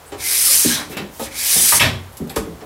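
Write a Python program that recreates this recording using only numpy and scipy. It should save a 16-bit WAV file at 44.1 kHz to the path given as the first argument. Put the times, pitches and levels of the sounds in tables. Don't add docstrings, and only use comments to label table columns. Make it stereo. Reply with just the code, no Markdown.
import sys
import numpy as np
from scipy import signal
from scipy.fft import rfft, irfft
from scipy.io import wavfile
from scipy.ndimage import uniform_filter1d

SR = 44100
rng = np.random.default_rng(int(sys.argv[2]) if len(sys.argv) > 2 else 0)


def field_ratio(decibels):
    return 10 ** (np.asarray(decibels, dtype=float) / 20)


def dump(signal):
    limited = np.clip(np.atleast_2d(signal).T, -1, 1)
    pcm = np.round(limited * 32767).astype(np.int16)
    wavfile.write(sys.argv[1], SR, pcm)


N = 116865

# pitch in Hz, level in dB, time to fall 60 dB in seconds.
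BENCH_MODES = [(72, 0.5, 0.26), (89.5, -4, 0.16), (135.4, -8, 0.16), (169, 4.5, 0.34), (233.5, 9, 0.14),
               (293, 1.5, 0.098), (364.6, -1.5, 0.096), (423, -0.5, 0.072), (540, 1, 0.19),
               (622, -3.5, 0.15), (760, -30, 0.17), (880, -32, 0.072), (1160, -22, 0.046)]


def evened(x):
    return x / np.sqrt(np.mean(x ** 2) + 1e-20)


def read(points, hz):
    f, value = np.transpose(points)
    return np.interp(np.log(hz + 1), np.log(f + 1), value)


def add(mix, start, sound):
    part = mix[round(start * SR):][:len(sound)]
    part += sound[:len(part)]


def resonate(x, hz, width):
    return signal.lfilter(*signal.iirpeak(hz, hz / max(width, 1), SR), x)


def band(x, hz, octaves):
    edges = hz * 2 ** (np.array([-0.5, 0.5]) * max(octaves, 0.05))
    edges = np.clip(edges, [20, 30], [SR / 2.2, SR / 2.1])
    return signal.sosfilt(signal.butter(2, edges, "band", fs=SR, output="sos"), x)


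def ring(x, modes, shift=1):
    rung = 0
    for hz, db, t60 in modes:
        rung = rung + field_ratio(db) * resonate(x, hz * shift, 1.67 / t60) / np.sqrt(t60)
    return evened(rung)


def floor():
    # frequency in Hz, level in dB per Hz.
    floor_colour = [(30, 0.5), (90, -0.5), (190, -15), (400, -9), (950, -10.5), (2000, -19), (5000, -25.5),
                    (16000, -27.5)]
    same = 0.83
    a, b = rfft(rng.standard_normal((2, N)))
    ears = np.array([a, same * a + np.sqrt(1 - same ** 2) * b])
    ears = ears * field_ratio(read(floor_colour, np.fft.rfftfreq(N, 1 / SR)))
    return field_ratio(-40.5) * evened(irfft(ears, N))


def swell(length, db, hz, octaves):
    size = round(length * SR)
    rubbing = evened(band(rng.standard_normal(size), hz, octaves))
    return field_ratio(db) * np.hanning(size) * rubbing


def brushes():
    # start in seconds, length in seconds, level in dB, centre in Hz, width in octaves.
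    touches = [
        (0.045, 0.072, -44, 8880, 0.31),
        (0.723, 0.15, -29, 1060, 1.7),
        (0.707, 0.11, -25.5, 3700, 0.3),
        (0.871, 0.1, -35.5, 8800, 5.3),
        (1.093, 0.15, -39, 10700, 3.1),
        (1.194, 0.096, -29.5, 5400, 2),
        (1.23, 0.082, -38, 1940, 0.74),
    ]
    out = np.zeros(N)
    for start, *rest in touches:
        add(out, start, swell(*rest))
    return out


def knocks(table, modes, direct_db, shift):
    out = np.zeros(N)
    t = np.arange(0, 0.35, 1 / SR)
    fade = np.hanning(2 * len(t))[len(t):]
    for start, db, hz, octaves, rattle in table:
        grains_db = 3.04 * np.minimum(rng.exponential(1, len(t)), 3)
        grit = rng.standard_normal(len(t)) * field_ratio(grains_db)
        rise = np.minimum(t * hz / 0.7, 1)
        push = band(grit * np.exp(-(t / rattle) ** 1.3) * rise, hz, octaves)
        grip = 1 + shift * rng.uniform(-1.04, 1)
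        rung = field_ratio(direct_db) * evened(push) + ring(push, modes, grip)
        add(out, start, field_ratio(db) * evened(rung) * np.sqrt(0.014 / rattle) * fade)
    return out


def bench_knocks():
    # start in seconds, level in dB, centre in Hz, width in octaves, rattle in seconds.
    booms = [
        (.13, -39, 80, 0.84, 0.089),
        (.53, -46, 60, 1, 0.032),
        (.652, -32.5, 76.4, 2.6, 0.024),
        (1.2, -38.5, 78.4, 0.81, 0.094),
        (1.558, -38.5, 68.4, 2.4, 0.024),
        (1.725, -29, 78.6, 2.44, 0.071),
        (1.806, -21, 108, 1.38, 0.063),
        (2.2, -32.5, 80, 3.4, 0.038),
        (2.365, -32, 72, 2.1, 0.012),
    ]
    thuds = [(.121, -34, 490, 2, 0.05), (.495, -43.5, 540, 0.1, 0.03), (0.648, -29.5, 298, 0.71, 0.012),
             (0.681, -35.5, 203, 2.3, 0.039), (.897, -30.5, 258, 1.45, 0.08),
             (.965, -29.5, 242, 2.44, 0.055), (1.195, -33, 540, 2.1, 0.039), (1.556, -34, 444, 1.7, 0.039),
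             (1.722, -24.5, 1300, 1.38, 0.028), (1.805, -20.5, 1000, 1.56, 0.057),
             (2.196, -34, 274, 1.4, 0.042), (2.269, -38, 345, 2.1, 0.095), (2.363, -29.5, 480, 2.8, 0.021),
             (2.408, -41, 242, 1.04, 0.018), (2.472, -42.5, 365, 0.62, 0.012),
             (2.612, -40.5, 415, 2.2, 0.038)]
    return knocks(booms + thuds, BENCH_MODES, direct_db=4.5, shift=0.042)


def blade_clacks():
    # start in seconds, level in dB, centre in Hz, width in octaves, rattle in seconds.
    clacks = [(.12, -46, 2470, 2.8, 0.03), (.915, -34, 1760, 1.46, 0.12), (.969, -33, 1500, 2.45, 0.036),
              (.969, -45, 8900, 2.8, 0.017), (1.195, -34, 6670, 4.2, 0.0532),
              (1.797, -20, 2640, 0.58, 0.033), (1.8, -29, 5300, 0.2, 0.039),
              (1.798, -24.5, 6250, 2.1, 0.049), (1.81, -17.5, 2310, 1.37, 0.055),
              (1.85, -33.5, 2370, 2, 0.021), (2.12, -54.5, 10200, 0.65, 0.042),
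              (2.17, -47.5, 9500, 2.4, 0.015), (2.273, -62, 8940, 2.6, 0.0089),
              (2.2955, -52.5, 3950, 0.45, 0.0074), (2.2955, -56, 7760, 0.275, 0.0092),
              (2.2965, -47.5, 10900, 0.8, 0.026), (2.3, -46.5, 1500, 1.9, 0.027),
              (2.359, -41, 7750, 6, 0.019), (2.3615, -34.5, 3460, 3.2, 0.022),
              (2.606, -56, 2500, 2.3, 0.0273)]
    # pitch in Hz, level in dB, time to fall 60 dB in seconds.
    plate_modes = [(1420, 0, .012), (1850, 0, .012), (2200, 1, .014), (2650, 4, .016), (3390, 1, .012),
                   (3730, -1, .01), (4070, -1, .008), (5400, 1, .008), (7600, 2, .005), (11500, 0, .002)]
    return knocks(clacks, plate_modes, direct_db=8, shift=0.024)


def rings():
    # start in seconds, peak level in dB, pitch in Hz, time to fall 60 dB in seconds.
    tones = [(.123, -23, 411, 0.1), (.648, -12.5, 310, 0.19), (.648, -17, 384, 0.11),
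             (0.701, -25, 330, 0.17), (0.829, -34.5, 300, 0.41), (.68, -25, 180, 0.2),
             (.968, -27, 241, .15), (1.015, -25, 200, 0.21), (1.196, -27, 455, .14), (1.2, -25, 896, 0.12),
             (1.205, -23.5, 540, 0.24), (1.215, -25, 228.4, 0.24), (1.557, -25, 177, 0.168),
             (1.557, -23.5, 640, 0.076), (1.557, -32, 450, 0.079), (1.558, -28, 800, 0.078),
             (1.796, -15, 2650, .1), (1.798, -20, 2230, .08), (1.8, -30, 5400, 0.25),
             (1.82, -24, 2700, .14), (1.804, -11.5, 105, 0.21), (1.83, -23.5, 232, 0.4),
             (1.84, -20.5, 620, .15), (1.856, -8, 91, 0.15), (1.855, -22, 280, 0.19),
             (1.86, -26, 160, 0.37), (1.909, -28, 370, 0.34), (1.914, -23, 102, 0.24),
             (1.951, -21.5, 90, 0.37), (2.198, -30, 368, .12), (2.202, -20.5, 262, 0.19),
             (2.222, -19.5, 172, 0.15), (2.222, -25, 390, .17), (2.231, -26, 265, 0.097),
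             (2.258, -28, 140, .15), (2.303, -33, 785, .14), (2.363, -17, 447, 0.16),
             (2.364, -16, 577, 0.15), (2.365, -35, 352, .11), (2.365, -20, 80, 0.15),
             (2.367, -22, 1256, 0.09), (2.4, -22.5, 199, 0.28), (2.474, -26.5, 383, 0.093),
             (2.485, -25, 168.5, 0.16)]
    out = np.zeros(N)
    t = np.arange(0, 0.4, 1 / SR)
    for start, db, hz, t60 in tones:
        rise = 1 - np.exp(-t * hz / 0.63)
        add(out, start, field_ratio(db - 60 * t / t60) * rise * np.sin(2 * np.pi * hz * t))
    return out


def scrape():
    # time in seconds, pressure in dB, moving edge resonance in Hz,
    # dullness from 0 to 1 as the blade slows, blade hum in dB.
    strokes = [
        [(0.17, -50, 4820, 0.39, 11), (0.206, -28.5, 5100, 0.67, 2), (0.26, -19, 5730, 0.35, 10),
         (0.316, -15, 4660, 0.32, 3), (0.43, -13, 5860, 0.29, 1), (0.518, -9.5, 5100, 0.26, 2),
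         (0.598, -11, 6170, 0.28, -7.5), (0.756, -19.5, 6000, 0.76, -3.5), (0.88, -49.5, 5500, 0.7, 4)],
        [(1.31, -39.5, 5200, 0.86, 2), (1.38, -23, 5340, 0.46, 1.5), (1.524, -11.5, 5510, 0.3, -2),
         (1.772, -10, 6100, 0.34, -1.5), (1.788, -20, 5800, 0.4, 8)],
    ]
    # frequency in Hz, level in dB per Hz.
    fast = [(500, -21.5), (1230, -20), (2600, -13.5), (6800, -9), (9600, -0.5), (12100, -1), (13200, -8),
            (15700, -8)]
    slow = [(410, -31), (700, -6), (922, -9), (2300, 5.5), (2730, -10), (3690, -2.5), (4490, -8.5),
            (11500, -21.5), (16000, -24.5)]
    # pitch in Hz, width in Hz, level in dB.
    blade_peaks = [(3700, 310, -3.5), (8700, 330, 1), (9500, 700, 0.5), (10240, 850, -2),
                   (11400, 370, -2.5)]
    slips_per_s, slip_spread_db, flutter_db, patchy_db = 26000, 1.8, 0.9, 1.5
    edge_db, edge_width_hz, hum_hz, hum_width_hz = 5.5, 1160, 2176, 200

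    slips = (rng.random(N) < slips_per_s / SR) * rng.standard_normal(N)
    slips = slips * field_ratio(slip_spread_db * np.minimum(rng.exponential(1, N), 3))
    flutter = evened(uniform_filter1d(rng.standard_normal(N), size=150))
    slips = slips * field_ratio(flutter_db * flutter)
    blade = slips.copy()
    for f, width, db in blade_peaks:
        blade += (field_ratio(db) - 1) * resonate(slips, f, width)

    hz, frames, z = signal.stft(blade, SR, nperseg=512)
    hz = hz[:, None]
    rows = np.concatenate(strokes)
    edge_hz, dull, hum_db = (np.interp(frames, rows[:, 0], rows[:, k]) for k in (2, 3, 4))
    dull = np.clip(dull, 0, 1.5)
    patches = uniform_filter1d(rng.standard_normal(z.shape), size=6, axis=0)
    patches = evened(uniform_filter1d(patches, size=6, axis=1))
    edge = edge_db / (1 + ((hz - edge_hz) / edge_width_hz) ** 2)
    hum = hum_db / (1 + ((hz - hum_hz) / hum_width_hz) ** 2)
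    speed_colour = read(fast, hz) * (1.5 - dull) + read(slow, hz) * dull
    colour = field_ratio(speed_colour + edge + hum + patchy_db * patches) * (hz > 400)
    colour = colour / np.sqrt((colour ** 2).mean(0))
    hiss = evened(signal.istft(z * colour, SR, nperseg=512)[1][:N])

    rumble = field_ratio(-35) * evened(band(ring(slips, BENCH_MODES), 400, 1.3))
    t = np.arange(N) / SR
    pressure = np.zeros(N)
    for stroke in strokes:
        times, db = np.transpose(stroke)[:2]
        pressure += field_ratio(np.interp(t, times, db, left=-99, right=-99))
    return (hiss + rumble) * pressure


def slide(length, db, from_hz, to_hz, width):
    size = round(length * SR)
    fuzz = evened(uniform_filter1d(rng.standard_normal(size), round(SR / width / 2)))
    phase = 2 * np.pi * np.cumsum(np.linspace(from_hz, to_hz, size)) / SR
    return field_ratio(db) * np.hanning(size) * (1 + fuzz) * np.sin(phase)


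def squeaks():
    sagging = (0.44, 0.0848, -32, 1596, 900, 92)
    steady = (.692, .045, -25.5, 1645)
    out = np.zeros(N)
    add(out, sagging[0], slide(*sagging[1:]))
    add(out, steady[0], swell(*steady[1:], octaves=0.07))
    return out


def bench_top(x):
    taps = np.zeros((2, 600))
    at = rng.integers(30, 600, (2, 10))
    np.put_along_axis(taps, at, rng.choice([-1., 1.], (2, 10)), 1)
    echoes = signal.oaconvolve(band(x, 6700, 3.9)[None], taps / np.sqrt(10), axes=1)
    return field_ratio(-6.5) * echoes[:, :N]


def room(x):
    # frequency in Hz, time to fall 60 dB in seconds.
    decay = [(80, 0.6), (300, 0.51), (1500, 0.37), (3500, 0.37), (7000, 0.32), (13000, 0.26)]
    taps = np.zeros((2, SR // 2))
    at = np.arange(120, SR // 2 - 20, 20) + rng.integers(0, 20, (2, (SR // 2 - 121) // 20))
    np.put_along_axis(taps, at, rng.choice([-1., 1.], at.shape), 1)
    hz, t, z = signal.stft(taps, SR, nperseg=512, noverlap=448)
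    apart = (0.45 * hz / (hz + 140))[:, None]
    z = np.array([z[0] + apart * z[1], z[0] - apart * z[1]])
    z = z * field_ratio(-60 * t / read(decay, hz)[:, None])
    tail = signal.istft(z, SR, nperseg=512, noverlap=448)[1]
    return signal.fftconvolve(x[None], tail / np.linalg.norm(tail[0]), axes=1)[:, :N]


def scene():
    hits = bench_knocks() + blade_clacks()
    sung = rings()
    rub = scrape() + brushes() + squeaks()
    send = field_ratio(-5) * hits + field_ratio(-9) * sung + field_ratio(-6.5) * rub
    turn = 2 * np.pi * 1.696 * np.arange(N) / SR
    wet = room(send * np.sin(turn)) + room(send * np.cos(turn))
    near = hits + sung + rub + wet + bench_top(hits + rub)
    gain_db, left_db = -1.5, 0.45
    return near * field_ratio(gain_db + np.array([[left_db], [-left_db]])) + floor()


def roll_off(x):
    return signal.sosfilt(signal.butter(12, 15760, fs=SR, output="sos"), x)


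def record(dry):
    cut = signal.sosfilt(signal.butter(3, 50, "high", fs=SR, output="sos"), dry)
    headroom = 1.05
    soft = headroom * np.tanh(cut / headroom)
    treble_limit = signal.firwin(401, 15900, window=("kaiser", 9), fs=SR)
    mix = signal.oaconvolve(soft, treble_limit[None], "same")
    return roll_off(mix)


dry = scene()
out = record(dry)
dump(out)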